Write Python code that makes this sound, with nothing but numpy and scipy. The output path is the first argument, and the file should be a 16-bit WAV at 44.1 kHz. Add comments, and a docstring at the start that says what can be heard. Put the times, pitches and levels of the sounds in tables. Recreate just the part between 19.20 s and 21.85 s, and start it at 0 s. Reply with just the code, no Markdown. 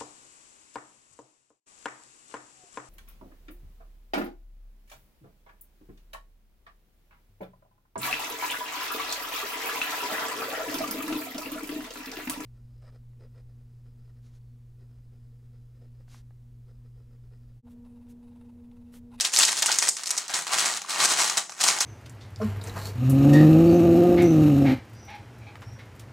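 """A sharp tick of stiff film over a dense crackle: two hands pull open a metallised plastic snack bag,
above a wooden table and close to the microphone. Creases snap as short pulses with a shiver and a thud;
crumpling scatters random clicks over patches of film; small facets plop as gliding, fading sines.
Resonances give the wall's low note and the hollow air of the bag, stronger once it is open.
One bounce from the table, a short tail of a small room and faint room noise lie behind."""
import sys
import numpy as np
from scipy import signal
from scipy.fft import rfft, irfft
from scipy.io import wavfile

SR = 44100
rng = np.random.default_rng(int(sys.argv[2]) if len(sys.argv) > 2 else 0)


def wav_record(signal):
    """Record a signal, one row per channel, as 16-bit PCM in the file named by sys.argv[1]."""
    frames = np.transpose(np.atleast_2d(signal))
    bounded = np.clip(frames, -1, 1)
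    # unit amplitude maps onto the largest positive 16-bit level
    quanta = np.round(bounded * 32767).astype(np.int16)
    wavfile.write(sys.argv[1], SR, quanta)


N = 116865
TAPS = 2048  # length of the short responses, samples


def amp(db):
    """Decibels to gain."""
    return 10 ** (np.asarray(db) / 20)


def unit(x):
    """Scales to an energy of one."""
    return x / np.sqrt(np.sum(x ** 2) + 1e-20)


def read(points, hz):
    """Reads a table on a log-frequency axis."""
    f, value = np.transpose(points)
    return np.interp(np.log(hz + 1), np.log(f + 1), value)


def add(mix, s, sound):
    """Mixes a sound in at a time in seconds, cut at the end of the scene."""
    part = mix[:, round(s * SR):][:, :sound.shape[1]]
    part += sound[:, :part.shape[1]]


def convolve(x, response):
    """Convolves rows, no longer than the scene."""
    return signal.fftconvolve(np.atleast_2d(x), np.atleast_2d(response), axes=1)[:, :N]


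def tinted(x, points, share=1):
    """Applies a share of a table of f/Hz, level/dB to a sound."""
    hz = np.fft.rfftfreq(2 * N, 1 / SR)
    return irfft(rfft(x, 2 * N) * amp(share * read(points, hz)))[..., :N]


def resonate(x, hz, width, db):
    """One fixed resonance."""
    b, a = signal.iirpeak(hz, hz / width, SR)
    return amp(db) * signal.lfilter(b, a, x)


def tick(colour_db):
    """The shortest causal (minimum-phase) pulse with a colour given as a function of Hz."""
    hz = abs(np.fft.fftfreq(TAPS, 1 / SR))
    log_gain = np.log(amp(colour_db(hz)))
    spectrum = np.exp(np.conj(signal.hilbert(log_gain)))
    return unit(np.fft.ifft(spectrum).real)


def shiver(decay_s):
    """A short diffuse ring of the film: fading noise, as mid and side."""
    t = np.arange(TAPS) / SR
    return np.array([unit(z * np.exp(-t / decay_s)) for z in rng.standard_normal((2, TAPS))])


CRACK_S = .0002  # decay of a patch's crack


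def panel(colour, decay_s, ring_db):
    """Response of one patch of film: a brief crack with a tint of its own, then its shiver, as mid and side."""
    ring = shiver(decay_s)
    ring[0] = amp(ring_db) * ring[0] + shiver(CRACK_S)[0]
    pulse = tick(lambda hz: read(colour, hz))
    return np.array([unit(row) for row in convolve(ring, pulse)])


# colour of the wall's thud and of the low rustle: f/Hz, relative level/dB
LOW_COLOUR = [(30, -65), (70, -36), (110, -23.5), (155, -15.5), (250, -15.5), (460, -9.5), (620, -8.5),
              (820, -2.5), (1450, -2.5), (1850, 0.5), (2500, -2.5), (6000, -33.5)]
LOW_SHIVER_S, LOW_SHIVER_DB = .004, 2  # decay and level of the low ring
# colour laid over every tick: f/Hz, relative level/dB
TICK_TOP = [(50, -53), (200, -24), (700, -43), (2000, -4), (8500, 1.5), (11000, -6), (14000, -10),
            (16500, -28)]
TICK_OCTAVES, TICK_SKIRT_DB = .38, -14  # spread of the tick around its pitch, floor under it
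LAG_S = .0006  # longest lag of the bass along the film
AFTER_DB, AFTER_S, AFTER_PER_S = -4, .0021, 6000  # flurry of small buckles: level, decay, rate
AFTER_LAG_S = 0.00051  # the flurry swells from here
THUD_DB = -3  # added to every thud


def snap(level_db, pitch_hz, thud_db):
    """A crease flips: a sharp crack whose bass arrives late, a flurry of small buckles, and a thud of the wall."""
    def colour(hz):
        hump = np.exp(-.5 * (np.log2((hz + 1) / pitch_hz) / TICK_OCTAVES) ** 2)
        return 20 * np.log10(hump + amp(TICK_SKIRT_DB)) + read(TICK_TOP, hz)
    hz, t = np.fft.rfftfreq(TAPS, 1 / SR), np.arange(TAPS) / SR
    lag = LAG_S * np.exp(-hz / pitch_hz)
    turns = np.cumsum(lag) * SR / TAPS  # phase that delays each frequency by its lag
    pulse = irfft(rfft(tick(colour)) * np.exp(-2j * np.pi * turns))
    crack = shiver(2 * CRACK_S)[0]
    crack[0] = 1
    buckles = rng.random(TAPS) < AFTER_PER_S / SR
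    flurry = shiver(AFTER_S) * np.maximum(t - AFTER_LAG_S, 0) * buckles
    sound = np.array([unit(row) for row in convolve(flurry, pulse)])
    sound[0] = amp(AFTER_DB) * sound[0] + unit(convolve(crack, pulse)[0])
    thud = panel(LOW_COLOUR, LOW_SHIVER_S, LOW_SHIVER_DB)
    return amp(level_db) * sound + amp(thud_db + THUD_DB) * thud


# big creases snapping through: t/s, level/dB, pitch f/Hz, thud level/dB before THUD_DB
CREASE_SNAPS = [(0.0091, 2.5, 5950, -22), (0.051, -2.5, 4700, -10), (0.1374, -2, 7600, -9.5),
                (0.1628, 3.5, 4950, -4), (0.1711, 6, 5100, -22), (0.1888, 7, 7500, -2.5),
                (0.2092, -10, 5200, -4.5), (0.233, 6.5, 4430, 0.5), (0.2515, 5.5, 6200, -29),
                (0.2792, -4, 4600, -16), (0.3193, -5, 7200, -24), (0.3905, -5, 6500, -28),
                (0.423, 2, 6600, -3), (0.4269, 2.5, 3700, -2), (0.4606, 3, 7100, -2.5),
                (0.4674, -1, 6840, -22), (0.4893, -10, 5600, -3.5), (0.5174, 3, 5560, -8),
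                (0.5257, 0, 5250, -28), (0.5439, -5, 5530, -12), (0.5868, 7.5, 6400, -3.5),
                (0.6252, 1, 5940, -2.5), (0.6737, -6.5, 6760, -5), (0.6893, 8, 6900, -28),
                (0.6926, 0, 7700, -25), (0.7684, -7.5, 5540, -15.5), (0.7946, -16, 5800, -15.5),
                (0.835, -7.5, 5800, -15.5), (0.8588, -8, 6630, -29), (0.8704, -5, 5700, -14),
                (0.9063, 1, 6840, -9), (0.9672, -10, 6540, -34), (0.9777, 0, 6140, -29),
                (0.9814, -1, 5840, -16), (1.081, -11, 6840, -25), (1.0956, -13.5, 4640, -12),
                (1.1394, -4, 5030, -27), (1.1878, -7.5, 7750, -8), (1.2218, -11, 6000, -17),
                (1.2679, -14, 3630, -10), (1.3871, -4, 5400, -16), (1.4584, 0, 6440, -2.5),
                (1.572, -6.5, 6600, -23), (1.6181, -11, 6000, -14.5), (1.7075, -5.5, 4440, -13),
                (1.7558, -15, 5100, -13), (1.8027, -1, 5040, -2), (1.9374, -2, 5800, -10),
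                (2.044, -3.5, 5500, -4), (2.0777, -6, 6000, -7.5), (2.0983, 0.5, 5500, -4),
                (2.172, -1, 5100, -7.5), (2.2954, -14.5, 4650, -16), (2.3216, -17.5, 6230, -19),
                (2.405, -11, 4950, -9), (2.4295, -17, 5100, -22), (2.4392, 0.5, 6660, -18),
                (2.4821, 2.5, 5400, -9), (2.4869, 0, 5000, -1), (2.587, -4.5, 6000, -13),
                (2.6057, 2, 5100, -13), (2.6267, -6, 5560, -10.5)]


def snaps():
    """The stiff creases snap through one by one, as mid and side."""
    out = np.zeros((2, N))
    for start, level_db, pitch_hz, thud_db in CREASE_SNAPS:
        add(out, start, snap(level_db, pitch_hz, thud_db))
    return out


CATCH = 1.3  # above 1, the film holds and then gives way suddenly


def gives_way(times, level):
    """Follows a level curve; the film holds, so each rise comes late and steeply."""
    place = np.interp(np.arange(N) / SR, times, np.arange(len(times)))
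    k = np.minimum(place.astype(int), len(times) - 2)
    step, part = np.diff(level)[k], place - k
    return level[k] + step * np.where(step > 0, part ** CATCH, part)


OPENS_S, OPEN_S = 0.93, 0.98  # the mouth starts to open, and is open


def as_it_opens(shut, opened):
    """Moves a value in a straight line from the shut bag to the open one."""
    return np.interp(np.arange(N) / SR, [OPENS_S, OPEN_S], [shut, opened])


# crumpling of the film: t/s, then treble, middle and low rustle level/dB, before the range gains
CRUMPLE = [(0.0, -31, -23.5, -35.5), (0.016, -20.5, -27, -37.5), (0.037, -33.5, -40, -40.5),
           (0.049, -19, -19, -29.5), (0.107, -42, -53, -45.5), (0.14, -19, -23, -33),
           (0.166, -24, -40, -36.5), (0.191, -16, -21, -25), (0.234, -17.5, -20, -27.5),
           (0.259, -25, -31, -35.5), (0.289, -19.5, -20.5, -28), (0.301, -28, -33, -36.5),
           (0.328, -23, -30, -27), (0.339, -33, -35, -42), (0.38, -21, -29, -33), (0.415, -33, -34, -40),
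           (0.431, -24, -33, -40), (0.453, -31, -35, -35), (0.465, -21.5, -32, -38),
           (0.494, -28.5, -25.5, -29.5), (0.549, -25.5, -30.5, -35), (0.579, -29.5, -40, -34),
           (0.591, -26.5, -28, -39), (0.616, -29, -35, -36), (0.624, -20.5, -27, -32.5),
           (0.667, -27.5, -33.5, -33.5), (0.685, -17, -28, -24.5), (0.695, -42, -46, -61),
           (0.763, -39, -51, -60), (0.772, -35.5, -38, -42.5), (0.848, -42, -44, -45),
           (0.874, -26, -38, -43), (0.888, -30.5, -40, -39.5), (0.913, -19, -30, -36.5),
           (0.923, -34, -43, -35.5), (0.963, -37, -40, -42), (0.979, -28.5, -37, -38),
           (1.078, -53, -46, -50), (1.098, -30, -40, -36.5), (1.133, -37, -33.5, -37),
           (1.142, -21.5, -28, -28.5), (1.263, -41.5, -46, -46), (1.27, -28.5, -30, -37.5),
           (1.299, -37, -38, -34.5), (1.334, -20, -23, -24.5), (1.362, -28, -34, -30),
           (1.388, -17.5, -23, -28), (1.437, -27, -29.5, -30.5), (1.462, -22.5, -30, -28.5),
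           (1.532, -29.5, -34, -34.5), (1.576, -31, -35.5, -36), (1.605, -47.5, -44.5, -50.5),
           (1.678, -43.5, -48, -45), (1.692, -27, -33.5, -35), (1.77, -30.5, -33.5, -31),
           (1.807, -21.5, -25, -25.5), (1.857, -14, -25.5, -23.5), (1.863, -26.5, -32.5, -33),
           (1.918, -18, -23.5, -24.5), (1.951, -30, -32, -34), (1.995, -17.5, -26.5, -23.5),
           (2.085, -27, -30.5, -35.5), (2.165, -35.5, -37, -36.5), (2.175, -15, -22.5, -23),
           (2.209, -35.5, -37.5, -40.5), (2.29, -67, -58, -61), (2.299, -42, -56, -51),
           (2.36, -46, -53, -50), (2.392, -37, -44, -41), (2.413, -15, -23.5, -25.5),
           (2.425, -25.5, -32, -36.5), (2.439, -16, -18.5, -24.5), (2.456, -22, -31, -30.5),
           (2.486, -15.5, -23, -25), (2.555, -34, -37, -35.5), (2.568, -28.5, -34, -28),
           (2.597, -39, -37, -43), (2.608, -16, -31, -26), (2.65, -36.5, -32, -43)]
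# colour of the tiny treble and middle buckles: f/Hz, relative level/dB
TREBLE_COLOUR = [(100, -46), (3000, -21.5), (4600, -7), (6000, -3), (7700, -2), (9000, -6.5),
                 (10500, -13.5), (12500, -21), (14500, -30.5), (16500, -66)]
MIDDLE_COLOUR = [(100, -45), (1300, -32), (1950, -1.5), (2300, -8), (2650, 7.5), (3400, 6.5), (4150, 7.5),
                 (4700, 6.5), (7000, -19)]
TREBLE_DB, MIDDLE_DB, LOW_DB = -4.5, -5.5, -4  # range gains
SHIVER_S, SHIVER_DB = .0028, 2.5  # decay and level of the treble and middle ring
BUCKLES_PER_S, BUSY_DB = 1400, -22  # rate for the shut bag at this treble level
THINNING = .5  # dB of rate per dB of treble: buckles thin out as the hands ease off
SLACK_DENSITY = 1.5  # the open, slack bag buckles this many times as often
SIZE_SPREAD_DB, RANGE_SPREAD_DB = 5.2, 3  # uneven sizes, in common and in each range
EVEN_S, PANELS = .015, 30  # window that evens the power, number of film patches


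def crackle():
    """Tiny buckles of uneven size land on random patches of film, as strongly as the hands crumple it."""
    times, *levels = np.transpose(CRUMPLE)
    rate = BUCKLES_PER_S * amp(THINNING * (gives_way(times, levels[0]) - BUSY_DB))
    rate = rate * as_it_opens(1, SLACK_DENSITY)
    size = (rng.random(N) < rate / SR) * rng.choice([-1, 1], N)
    size = size * amp(SIZE_SPREAD_DB * np.minimum(rng.exponential(1, N), 3))
    patch, out = rng.integers(0, PANELS, N), np.zeros((2, N))
    window = signal.windows.hann(int(EVEN_S * SR))
    ranges = [(TREBLE_COLOUR, TREBLE_DB, SHIVER_S, SHIVER_DB),
              (MIDDLE_COLOUR, MIDDLE_DB, SHIVER_S, SHIVER_DB),
              (LOW_COLOUR, LOW_DB, LOW_SHIVER_S, LOW_SHIVER_DB)]
    for level, (colour, gain_db, decay_s, ring_db) in zip(levels, ranges):
        clicks = size * amp(RANGE_SPREAD_DB * rng.standard_normal(N))
        power = abs(signal.fftconvolve(clicks ** 2, window / window.sum(), "same"))
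        clicks = clicks / np.sqrt(power + 1e-9) * amp(gives_way(times, level) + gain_db)
        for k in range(PANELS):
            out += convolve(clicks * (patch == k), panel(colour, decay_s, ring_db))
    return out


POP_DECAY_S, POP_RISE_S = .0024, .0006
POP_GLIDE, POP_SIDE_DB = .08, -5  # fall in pitch as a share of it, level of the side


def pop(level_db, pitch_hz):
    """A facet flips over and rings for a few cycles, its pitch settling as it relaxes."""
    t = np.arange(TAPS) / SR
    glide = 1 + POP_GLIDE * (np.exp(-2 * t / POP_DECAY_S) - .25)
    turns = np.cumsum(pitch_hz * glide) / SR
    envelope = amp(level_db) * (1 - np.exp(-t / POP_RISE_S)) * np.exp(-t / POP_DECAY_S)
    mid = np.sin(2 * np.pi * turns)
    side = amp(POP_SIDE_DB) * np.sin(2 * np.pi * (turns + rng.random()))
    return envelope * np.array([mid, side])


# small facets of the wall flipping: t/s, level/dB before rise and decay, f/Hz about which the pitch glides
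FACET_POPS = [(0.205, -11, 2770), (0.2505, -16, 3010), (0.287, -14.5, 2030), (0.289, -20.5, 930),
              (0.44, -21.5, 850), (0.4606, -18, 2820), (0.484, -23, 1450), (0.4896, -16, 1486),
              (0.4985, -16, 857), (0.624, -16, 2470), (0.638, -20, 1880), (0.942, -30, 1050),
              (1.103, -30.5, 800), (1.316, -29, 1080), (1.460, -19, 2400), (1.5599, -29, 1270),
              (1.647, -29, 1110), (1.687, -28.5, 1240), (1.756, -27, 1140), (1.803, -17.5, 1190),
              (1.835, -16.5, 1130), (2.021, -22, 1170), (2.112, -24, 1250), (2.296, -35.5, 900),
              (2.321, -34.5, 1215), (2.464, -21, 1150), (2.590, -26.5, 775)]


def pops():
    """Small facets of the wall flip with a pitched plop, as mid and side."""
    out = np.zeros((2, N))
    for start, level_db, pitch_hz in FACET_POPS:
        add(out, start, pop(level_db, pitch_hz))
    return out


# the broad wall's own low note: f/Hz, width/Hz, gain/dB
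WALL_NOTE = (391, 32, -8)


def wall(x):
    """The broad wall rings with one low note, whether the bag is shut or open."""
    return resonate(x, *WALL_NOTE)


# air modes of the open bag: f/Hz, width/Hz, gain/dB
AIR_MODES = [(150, 60, -5), (736, 52, 0.5), (823, 48, 0), (1010, 55, -1.5), (1145, 70, 1.5), (1397, 69, 1),
             (3025, 76, -3.5), (3975, 100, -1)]
SHUT_DB = -12  # drive of the air while the bag is shut


def cavity(x):
    """The air in the bag rings along, more once the mouth is open."""
    driven = x * amp(as_it_opens(SHUT_DB, 0))
    return sum(resonate(driven, *mode) for mode in AIR_MODES)


# time for the room's tail to fall by 60 dB: f/Hz, t/s
ROOM_T60 = [(150, 0.55), (1000, 0.35), (3000, 0.24), (7000, 0.39), (14000, 0.2)]
TABLE_S, TABLE_DB = .0032, -14.5  # delay and level of the bounce from the table
ROOM_DELAY_S, ROOM_DB = .006, -11


def room(x):
    """One bounce from the table, then a short diffuse tail, as mid and side."""
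    hz, t, z = signal.stft(rng.standard_normal((2, SR // 2)), SR, nperseg=256)
    fade = amp(-60 * t / read(ROOM_T60, hz)[:, None])
    tails = signal.istft(z * fade, SR)[1]
    out = np.zeros((2, N))
    add(out, TABLE_S, amp(TABLE_DB) * x * np.array([[1], [-1]]))  # left and right swap
    add(out, ROOM_DELAY_S, amp(ROOM_DB) * convolve(x[0], [unit(row) for row in tails]))
    return out


# colour of the room's noise: f/Hz, relative level/dB
FLOOR_COLOUR = [(20, -14), (60, -6), (150, 3), (400, 6), (2000, -25), (16000, -58)]
FLOOR_DB = -66  # RMS of mid and of side, before the stereo tints


def room_tone():
    """Faint steady noise of the room, as mid and side."""
    noise = tinted(rng.standard_normal((2, N)), FLOOR_COLOUR)
    return np.array([amp(FLOOR_DB) * np.sqrt(N) * unit(z) for z in noise])


# how unlike the two sides are: f/Hz, gain of the side level/dB
SIDE_WIDTH = [(30, 4), (70, -7), (170, -14.5), (330, -2.5), (700, -10), (3000, -8.5), (6000, -10.5),
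              (10000, -22.5), (14000, -39)]
# lean to the left, of which each channel takes a share: f/Hz, unscaled level/dB
LEFT_LEAN = [(60, -1), (250, 2.5), (700, 3.5), (1400, 1.8), (3000, 1.5), (6000, 0.5), (12000, 1)]


def scene():
    """Film, bag and room, spread to left and right."""
    film = crackle() + snaps() + pops()
    bag = film + wall(film) + cavity(film)
    mid, side = bag + room(bag) + room_tone()
    side = tinted(side, SIDE_WIDTH)
    left = tinted(mid + side, LEFT_LEAN, 0.39)
    right = tinted(mid - side, LEFT_LEAN, -0.29)
    return np.array([left, right])


CEILING, EDGE_HZ = .84, 16300  # clipping level (full scale is 1), band limit


def record(dry):
    """Peaks above the ceiling clip; then a low-pass limits the band."""
    low_pass = signal.firwin(255, EDGE_HZ, window=("kaiser", 9), fs=SR)
    clipped = np.clip(dry, -CEILING, CEILING)
    return signal.oaconvolve(clipped, low_pass[None], "same", axes=1)


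dry = scene()
out = record(dry)
wav_record(out)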